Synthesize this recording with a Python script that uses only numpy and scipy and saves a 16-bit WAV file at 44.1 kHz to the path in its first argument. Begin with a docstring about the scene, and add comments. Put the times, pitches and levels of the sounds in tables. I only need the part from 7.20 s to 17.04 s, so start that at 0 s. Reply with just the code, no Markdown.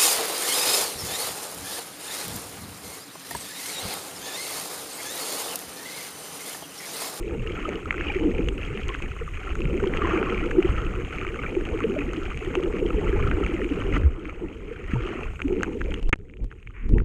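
"""Water rumbles and gurgles round a small camera housing while a shallow reef crackles over a faint steady hiss.
Air pockets wobble, near snaps ring out or thud, and water thumps the housing. Late on, the background level
moves in steps, many with a tick; then come a knock on the case and a faint creak.
Water and hiss are coloured noise, the gurgle, air pockets and thumps are swelling tones, and snaps and knock
are mostly short rings of the housing and the microphone port."""
import sys
import numpy as np
from scipy import signal
from scipy.fft import rfft, irfft
from scipy.io import wavfile
from scipy.ndimage import uniform_filter1d

SR = 44100
rng = np.random.default_rng(int(sys.argv[2]) if len(sys.argv) > 2 else 0)


def master(y):
    """Save y as 16-bit WAV."""
    cut = np.clip(np.atleast_2d(y).T, -1, 1)
    pcm = np.round(cut * 32767)  # scale
    wavfile.write(sys.argv[1], SR, pcm.astype(np.int16))


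def attenuation_scalar(level_db):
    """Turn a level in dB into a linear amplitude multiplier (20 dB per decade)."""
    decades = np.asarray(level_db, float) / 20
    return 10 ** decades


N = 433944  # length in samples

# steps of the background level, many with a tick:
# start_s [s], level_db after the step [dB], jump of the signal [full scale = 1]
LEVEL_STEPS = [(6.7807, -5, 0.042), (6.8133, -5.5, -0.016), (6.878, -8.5, -0.0029), (7.521, -7, -0.0041),
               (7.6769, -3, 0.01), (7.77, -3.5, 0), (8.797, -10, 0.015), (8.829, -9, 0.042),
               (8.9585, -24.5, -0.015), (8.9895, -18, 0.0065), (9.2438, -17.5, -0.024),
               (9.309, -15, 0.0011), (9.6928, -12, -0.036), (9.821, -20, 0.0051)]


def read(points, hz):
    """Reads a table of pitch and value at any pitch, on a logarithmic pitch scale."""
    f, value = np.transpose(points)
    return np.interp(np.log(hz + 1), np.log(f + 1), value)


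def evened(x):
    """Scales a sound to an rms level of 1."""
    return x / np.sqrt(np.mean(x ** 2) + 1e-20)


def add(mix, s, sound):
    """Adds a sound into the mix, starting at s seconds."""
    part = mix[round(s * SR):][:len(sound)]
    part += sound[:len(part)]


def water(rows, column=1):
    """Turns one dB column of a table over time into a gain for every sample."""
    rows = np.transpose(rows)
    return attenuation_scalar(np.interp(np.arange(N) / SR, rows[0], rows[column]))


def tinted(x, points, smooth_hz):
    """Flattens the broad spectrum of x and gives it the table's colour, causally, so attacks stay sharp."""
    z = rfft(x)
    own = np.sqrt(uniform_filter1d(abs(z) ** 2, int(smooth_hz * N / SR)) + 1e-20)
    wanted = attenuation_scalar(read(points, np.arange(len(z)) * SR / N))
    # folding the cepstrum forward makes the filter minimum phase: nothing sounds ahead of an attack
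    cepstrum = irfft(np.log(wanted / own), N)
    cepstrum[1:N // 2] *= 2
    cepstrum[N // 2 + 1:] = 0
    return evened(irfft(z * np.exp(rfft(cepstrum)), N))


def noise(points, size, patchy_db, flicker_db):
    """Random short-time spectra with drifting patches and a flicker shared by all pitches."""
    frames = 4 * N // size + 5
    a, b, patches = rng.standard_normal((frames, size // 2 + 1, 3)).T
    patches = uniform_filter1d(patches, size=5, axis=0)  # smooth over pitch
    patches = evened(uniform_filter1d(patches, size=4, axis=1))  # smooth over time
    flicker = rng.standard_normal(frames)
    hz = np.fft.rfftfreq(size, 1 / SR)[:, None]
    level_db = read(points, hz) + patchy_db * patches + flicker_db * flicker
    z = (a + 1j * b) * attenuation_scalar(level_db)
    return evened(signal.istft(z, nperseg=size, noverlap=3 * size // 4)[1][:N])


def ring(hz, t60, rise):
    """A struck resonance of peak 1: it fades by 60 dB in t60 seconds, after a soft start."""
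    t = np.arange(int(t60 * SR) + 8) / SR
    fade = attenuation_scalar(-60 * t / t60)
    start = (1 - np.exp(-t / rise)) ** 2
    wave = fade * start * np.sin(2 * np.pi * hz * t)
    return wave / abs(wave).max()


def wobble(hz, length, glide, skew):
    """A tone that swells and fades, gliding a little; a skew under 1 makes the swell quicker than the fade."""
    u = np.linspace(0, 1, int(max(length, .001) * SR))
    swell = np.sin(np.pi * u ** skew) ** 2
    cycles = hz * length * (u - .5) * (1 + glide * (u - .5))
    return swell * np.cos(2 * np.pi * cycles)


def grains(shapes, per_s, spread_db, clump_db):
    """Plays each shape by its own sparse random train, in clumps; a few are large. Returns sound and train."""
    clumps = attenuation_scalar(clump_db * evened(uniform_filter1d(rng.standard_normal(N), size=2400)))
    size = attenuation_scalar(spread_db * np.minimum(rng.exponential(1, N), 4.5))
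    size = size * (rng.random(N) < clumps * per_s / SR)  # most samples start no grain
    train = size * rng.choice([-1, 1], N)
    which = rng.integers(0, len(shapes), N)
    sound = sum(signal.oaconvolve(train * (which == k), shape)[:N] for k, shape in enumerate(shapes))
    return sound, train


def rumble():
    """Water moving round the housing makes deep noise that swells with the stir."""
    # colour of the rumble: pitch_hz [Hz], density_db [relative dB per Hz]
    rumble_colour = [(11, -31), (18, 11.5), (44, 5.5), (130, -7.5), (156, -13), (311, -20.5), (445, -19),
                     (628, -50), (900, -74), (1170, -65.5), (1980, -120)]
    # how hard the water moves: start_s [s], level_db [dB]
    stir = [(0.0, -30.5), (0.25, -25), (0.54, -32.5), (0.89, -26), (1.81, -26), (2.22, -33), (2.46, -22.5),
            (3.25, -27.5), (3.6, -19), (3.85, -29), (5.57, -29), (6.06, -14.5), (6.42, -32.5), (6.8, -14),
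            (7.1, -26.5), (8.2, -27), (8.86, -21), (9.17, -17), (9.23, -1.5), (9.29, -24), (9.6, -17.5),
            (9.66, -7.5), (9.72, 2), (9.83, -1.5)]
    return water(stir) * noise(rumble_colour, size=2048, patchy_db=3.0, flicker_db=1.33)


def gurgle():
    """Many small air pockets wobble for about ten cycles each, over a soft wash."""
    # colour of the gurgle: pitch_hz [Hz], density_db [relative dB per Hz]
    gurgle_colour = [(88, -53.5), (150, -8), (259, -5), (350, 1), (472, -4), (561, -16.5), (713, -28),
                     (900, -20), (1170, -44), (1980, -120)]
    # sloshing of the water: start_s [s], level_db [dB]
    slosh = [(0.0, -30), (0.68, -36.5), (1.14, -28.5), (2.14, -50.5), (2.5, -28.5), (3.42, -28.5),
             (3.62, -37.5), (4.17, -35.5), (4.68, -28.5), (5.16, -39), (5.43, -28.5), (6.82, -28.5),
             (7.3, -29.5), (7.6, -36.5), (7.97, -28), (8.15, -46.5), (8.31, -26.5), (8.8, -28.5),
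             (9.17, -35), (9.225, -24), (9.3, -42.5), (9.61, -51), (9.7, -29), (9.77, -14), (9.815, -20),
             (9.83, -35)]
    shapes = [wobble(hz, 9.5 / hz, 0.073, skew=0.57) for hz in np.geomspace(180, 800, 24)]
    pockets, _ = grains(shapes, 260., spread_db=2.0, clump_db=5.5)
    pockets = tinted(pockets, gurgle_colour, 100)
    wash = noise(gurgle_colour, size=1024, patchy_db=1.5, flicker_db=4.0)
    return water(slosh) * evened(pockets + 0.48 * wash)


def crack():
    """The modes of the housing, struck together in opposite sense; peak 1."""
    # modes of the housing: pitch_hz [Hz], level_db [relative dB], t60_s [s], rise_s [s]
    case_modes = [(2250, 0, .0027, .0005), (1250, -8, .004, .0002)]
    wave = np.zeros(400)
    for k, (hz, db, t60, rise) in enumerate(case_modes):
        add(wave, 0, (-1) ** k * attenuation_scalar(db) * ring(hz, t60, rise))
    return wave / abs(wave).max()


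def edge():
    """The bright part of a snap: the microphone port rings, with two sharper rings on top."""
    wave = ring(6470, 0.0077, .0001)
    add(wave, 0, 0.6 * ring(7300, 0.0041, .00003))
    add(wave, 0, 0.68 * ring(4430, 0.0033, .00003))
    return wave


def dulled(x):
    """The housing takes the top, above 3580 Hz, off the body of a snap or blow."""
    return signal.sosfilt(signal.butter(7, 3580, fs=SR, output="sos"), x)


def crackle():
    """Dense far snaps ring or crack; a noisy blur stands for their echoes off the sea floor."""
    # colour of the crackle as the housing passes it: pitch_hz [Hz], density_db [relative dB per Hz]
    crackle_colour = [(350, -16.5), (600, -4), (716, -4.5), (799, -6), (970, -10), (1060, -2.5),
                      (1330, 3.5), (1610, -7.5), (2430, -5), (2930, -9), (3180, -14), (3550, -32.5),
                      (4500, -34.5), (5850, -36), (9900, -120)]
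    # reef over time: start_s [s], level_db [dB], brightness_db of the upper band over the lower [dB]
    reef = [(0.0, -44.5, 6), (0.24, -42.5, 2.5), (0.5, -37.5, -2.5), (0.67, -42.5, 1), (0.89, -35, 7),
            (1.02, -44, 3), (1.65, -40.5, 6), (2.08, -43, 3), (2.69, -40.5, 1), (2.91, -31, -6.5),
            (3.3, -41, 2.5), (3.6, -38.5, -4.5), (3.91, -41, 1), (5.63, -41, 1.5), (6.08, -37.5, -2.5),
            (6.48, -40.5, 3.5), (6.78, -37.5, -2.5), (6.95, -39, -3), (7.35, -41, 5.5), (7.91, -36.5, -1.5),
            (8.32, -46, 6), (8.75, -42, 6), (8.9, -50.5, 1), (9.25, -47.5, 7), (9.83, -46, 7)]
    busy_db, thinning = -39, 0.72  # in lulls of the reef the snaps come fewer, not only softer
    busy = (water(reef) / attenuation_scalar(busy_db)) ** thinning
    shapes = [ring(hz, 7.2 / hz * rng.uniform(0.6, 5.5), 0.00015) for hz in np.geomspace(750, 3400, 24)]
    shapes += 11 * [0.85 * crack()]
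    near, train = grains(shapes, 520. * busy, spread_db=3.6, clump_db=4.6)
    near, train = near / np.sqrt(busy), train / np.sqrt(busy)  # evens out the power of the thinned train
    blur = noise(crackle_colour, size=512, patchy_db=4.0, flicker_db=1.0)
    both = evened(tinted(near, crackle_colour, 150) + 0.65 * np.maximum(busy, .7) * blur)
    # split at 1750 Hz, then mix the two bands by the brightness over time
    low = signal.oaconvolve(both, signal.firwin(127, 1750, fs=SR), "same")
    tilt = water(reef, column=2)
    tilted = (evened(low) + tilt * evened(both - low)) / np.sqrt(1 + tilt ** 2)
    uneven_train = train * attenuation_scalar(1.9 * rng.standard_normal(N))
    bright = evened(signal.oaconvolve(uneven_train, edge())[:N])
    return water(reef) * (tilted + attenuation_scalar(-27.5) * bright)


def hiss():
    """The distant reef blends into a steady bright hiss."""
    # colour of the hiss: pitch_hz [Hz], density_db [relative dB per Hz]
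    hiss_colour = [(1940, -21), (3300, -12.5), (3570, -15), (4590, -27), (5650, -22), (6340, -17),
                   (6620, -8), (7080, -16), (8760, -18.5), (10200, -30.5), (12000, -27), (12900, -28),
                   (14200, -76.5)]
    return attenuation_scalar(-61.5) * noise(hiss_colour, size=256, patchy_db=4.0, flicker_db=0.4)


def bubble(s, db, hz):
    """One air pocket as a wobbling tone, strongest shortly after s; higher pockets ring for more cycles."""
    cycles, middle_hz = 10.9, 337.6  # cycles of a pocket at the middle pitch
    length = cycles / np.sqrt(hz * middle_hz)
    skew = 0.7 * (middle_hz / hz) ** 0.29  # small pockets start more abruptly
    return s - 0.1865 * skew * length, attenuation_scalar(db) * wobble(hz, length, 0.0091, skew)


def bubbles():
    """The largest air pockets wobble near the housing, each at its own pitch."""
    # air pockets: start_s [s], level_db [peak dB], pitch_hz [Hz]
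    pocket_rows = [(0.3755, -31, 1340), (0.4537, -23, 1260), (0.483, -32, 575), (0.55, -24.5, 432),
                   (0.869, -30, 2500), (0.884, -24, 2830), (0.898, -30, 827), (0.901, -21, 2370),
                   (0.96, -18.5, 372), (1.012, -20, 318), (1.052, -14, 330), (1.072, -21, 302),
                   (1.692, -31, 1070), (1.705, -32, 1070), (2.013, -26, 458), (2.271, -29.5, 1340),
                   (2.393, -22.5, 345), (2.636, -20, 383), (2.669, -20.5, 364), (2.818, -21.5, 1184),
                   (2.847, -23, 343), (2.848, -22.5, 1040), (2.872, -26, 1090), (2.9108, -28, 1180),
                   (2.934, -17.5, 349), (2.965, -19.5, 330), (3.013, -18.5, 410), (3.07, -27, 1115),
                   (3.23, -32, 1340), (3.382, -6.5, 352), (3.445, -14, 355), (3.772, -23.5, 357),
                   (4.19, -31.5, 1220), (4.191, -29, 2230), (4.2625, -26, 2330), (4.366, -17, 369),
                   (4.543, -22, 420), (4.608, -30, 1120), (4.643, -14.5, 448), (4.698, -20, 374),
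                   (4.764, -22.5, 600), (4.781, -23.5, 286), (4.808, -27, 2450), (4.974, -22.5, 320),
                   (5.217, -27, 391), (5.268, -21, 366), (5.372, -14.5, 370), (5.624, -24, 436),
                   (5.78, -18, 421), (5.8651, -33, 1370), (5.963, -32, 844), (6.038, -30, 1360),
                   (6.233, -28, 1310), (6.337, -19, 335), (6.511, -18, 287), (6.763, -21, 298),
                   (7.511, -27.5, 464), (7.757, -32.5, 924), (8.249, -17, 280), (8.32, -18, 370)]
    sound = np.zeros(N)
    for row in pocket_rows:
        add(sound, *bubble(*row))
    return sound


def snaps():
    """Near snaps from the reef: a short ring at their own pitch, a broad crack, a bright edge, a faint echo."""
    # nearest snaps: start_s [s], level_db [dB], pitch_hz [Hz], treble_db [dB relative to level_db]
    snap_rows = [(0.4905, -19, 2280, -19), (0.7075, -4.5, 2100, -60), (0.7266, -15.5, 1340, -33),
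                 (0.7419, -15, 1380, -42), (0.7803, -16.5, 2060, -36), (0.8088, -11.5, 1720, -48),
                 (1.1827, -19, 2300, -36), (1.286, -10, 2750, -25.5), (1.574, -17, 2600, -41),
                 (1.683, -37, 2900, 3.5), (1.6897, -15, 2840, -45), (1.7, -21, 2150, -37),
                 (1.7433, -17, 2600, -30), (1.7485, -13, 1610, -37), (1.8226, -17, 2490, -25),
                 (2.3534, -17, 1450, -23), (2.454, -18.5, 2370, -44), (2.639, -17, 960, -40),
                 (2.737, -13, 2010, -44), (2.7719, -12.5, 2630, -30), (2.819, -12, 1610, -41),
                 (2.855, -15, 2000, -41), (2.975, -15, 2280, -31), (3.028, -8.5, 1380, -47),
                 (3.312, -11.5, 1700, -31), (3.426, -14.5, 2420, -32), (3.76, -20.5, 1320, -30),
                 (3.8481, -21, 2700, -37), (4.0127, -18, 2460, -31), (4.0487, -14, 1280, -39),
                 (4.0672, -17.5, 2230, -31), (4.0883, -23, 2290, -28), (4.235, -13.5, 1510, -46),
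                 (4.243, -17, 1440, -40), (4.293, -22.5, 2430, -31), (4.351, -20, 2420, -39),
                 (4.4522, -19.5, 2660, -26), (4.604, -14, 1300, -31), (4.638, -17, 2570, -36),
                 (4.789, -17, 2400, -35), (4.9336, -17.5, 1300, -21), (5.104, -22, 2380, -30),
                 (5.117, -21, 1370, -35), (5.1738, -19, 2470, -22.5), (5.248, -23, 2960, -21.5),
                 (5.3404, -20, 1110, -38), (5.3528, -10.5, 2600, -26), (5.435, -18.5, 2830, -25),
                 (6.113, -8, 1530, -52), (6.2636, -15, 2280, -26), (6.444, -17.5, 2360, -30),
                 (6.49, -24, 2380, -35), (6.6204, -15.5, 1170, -45), (7.054, -23.5, 2180, -37),
                 (7.095, -22, 2270, -29), (7.641, -29, 2100, -25), (7.865, -22, 2700, -26),
                 (8.1927, -21, 1530, -44), (8.2017, -17, 1390, -41), (8.218, -12.5, 2410, -31),
                 (8.2811, -24, 2510, -24), (8.327, -26, 2520, -23), (8.408, -18.5, 1310, -33),
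                 (8.4319, -4.5, 1620, -22.5), (8.444, -19, 1500, -43), (8.6085, -21, 1830, -33),
                 (8.6146, -11.5, 1630, -36), (8.7201, -22, 2400, -35), (8.741, -13, 2830, -26),
                 (9.0975, -36, 2150, -37), (9.1373, -33, 2280, -45), (9.1696, -35, 2630, -33),
                 (9.314, -25.5, 1660, -45), (9.325, -29, 1350, -39), (9.428, -34, 2540, -32),
                 (9.473, -25, 2270, -36), (9.506, -34, 1250, -31), (9.7827, -17.5, 1930, -35),
                 (9.801, -22, 1400, -42)]
    body, bright = np.zeros(N), np.zeros(N)
    for s, db, hz, treble_db in snap_rows:
        add(body, s, attenuation_scalar(db - 8.5) * ring(hz, 15.1 / hz, 0.00045))
        add(body, s, attenuation_scalar(db - 8.5) * crack())
        add(bright, s, attenuation_scalar(db + treble_db) * edge())
        add(body, s + 0.002274, attenuation_scalar(db - 18.0) * ring(1.18 * hz, 0.01, 0.00008))  # echo
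    return dulled(body) + bright


def thumps():
    """Short swelling tones: mostly low thumps of water on the housing, and at 5.35 s the brief thud of a near snap."""
    # thumps and the one thud: middle_s [s], level_db [dB], pitch_hz [Hz], length_s [s]
    thump_rows = [(0.889, -20, 40.2, 0.034), (2.46, -17.5, 146, 0.025), (5.3543, -16, 880, 0.0021),
                  (6.864, -8.5, 70, 0.084), (7.737, -7.5, 136, 0.0069), (7.765, -19.5, 123.4, 0.11),
                  (8.851, -12, 28, 0.091), (9.218, -34, 91, 0.042), (9.239, -26, 60.4, 0.034),
                  (9.739, -9.5, 71, 0.021), (9.767, -10, 60, 0.018)]
    sound = np.zeros(N)
    for s, db, hz, length in thump_rows:
        add(sound, s - length / 2, attenuation_scalar(db) * wobble(hz, length, -0.11, 0.98))
    return sound


def stepped():
    """Gain over time of the background: it holds each level until the next step, with short ramps."""
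    s, db, _ = np.transpose(LEVEL_STEPS)
    latest = np.searchsorted(s, np.arange(N) / SR)
    return attenuation_scalar(uniform_filter1d(np.append(0, db)[latest], size=64))


def knock():
    """A blow on the case and its bounces: each rings the case, flashes the port and pushes the microphone."""
    # blows: start_s [s], level_db [dB], treble_db [dB relative to level_db], push_db [dB]
    blow_rows = [(8.9269, -26.5, -38, -23), (8.9287, -5, -25, -10), (8.931, -6, -38, -10),
                 (8.9343, -7.5, -48, -17), (8.9384, -17.5, -40, -24.5)]
    body, bright = np.zeros(N), np.zeros(N)
    for s, db, treble_db, push_db in blow_rows:
        add(body, s, -attenuation_scalar(db) * crack())
        add(bright, s, attenuation_scalar(db + treble_db) * edge())
        add(body, s, attenuation_scalar(push_db) * ring(170, 0.0069, 0.0019))
    return dulled(body) + bright


def creak():
    """A faint creak of slips that slow down, each a short dull tick in the case."""
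    # the creak over time: start_s [s], level_db [dB], slips_per_s [1/s]
    slip_rows = [(9.536, -54, 500), (9.58, -51, 430), (9.62, -51, 320), (9.645, -51, 230),
                 (9.68, -52.5, 160), (9.712, -55, 120)]
    s, db, per_s = np.transpose(slip_rows)
    t = np.arange(s[0], s[-1], 1 / SR)
    jitter = .13 * evened(uniform_filter1d(rng.standard_normal(len(t)), size=90))
    turns = np.cumsum(np.interp(t, s, per_s) * (1 + jitter)) / SR
    slips = np.diff(np.floor(turns), prepend=0)  # one slip at each whole turn
    slips = slips * attenuation_scalar(2.2 * rng.standard_normal(len(t)))
    ticks = np.convolve(slips, uniform_filter1d(crack(), size=9))[:len(t)]
    ticks = signal.sosfilt(signal.butter(2, 1000, "high", fs=SR, output="sos"), dulled(ticks))
    sound = np.zeros(N)
    add(sound, s[0], attenuation_scalar(np.interp(t, s, db)) * evened(ticks))
    return sound


def scene():
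    """Mixes the background, whose level moves in steps, with the single events."""
    background = rumble() + gurgle() + crackle() + hiss()
    events = bubbles() + snaps() + thumps() + knock() + creak()
    return (stepped() * background + events)[None]


def band_limit(x):
    """A steep low-pass at the top of the band."""
    return signal.sosfilt(signal.butter(12, 14340, fs=SR, output="sos"), x)


def record(dry):
    """A pinned microphone passes almost no change; jumps tick; the bass cut lets every offset relax to zero."""
    # a surge presses the microphone to its stop:
    # start_s [s], end_s [s], rise of pressure before and jump at the start [signal units]
    pinned = [(8.8934, 8.9266, .62, -.09), (8.9415, 8.9575, 0, 0)]
    change, jumps = np.diff(dry[0], prepend=0), np.zeros(N)
    rush = np.sin(np.linspace(0, 2.6, 600))
    for start, end, rise, jump in pinned:
        add(change, start - len(rush) / SR, rise * rush / rush.sum())  # pressure climbs to the stop in 14 ms
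        change[round(start * SR):round(end * SR)] *= .02
        jumps[round(start * SR)] = jump
    for s, _, jump in LEVEL_STEPS:
        jumps[round(s * SR)] += jump
    change += signal.lfilter(*signal.butter(3, 10000, fs=SR), jumps)
    # summing the changes with a leak rebuilds the signal with a bass cut at 28 Hz
    relaxed = signal.lfilter([1], [1, -np.exp(-2 * np.pi * 28 / SR)], change)
    return band_limit(relaxed[None])


dry = scene()
out = record(dry)
master(out)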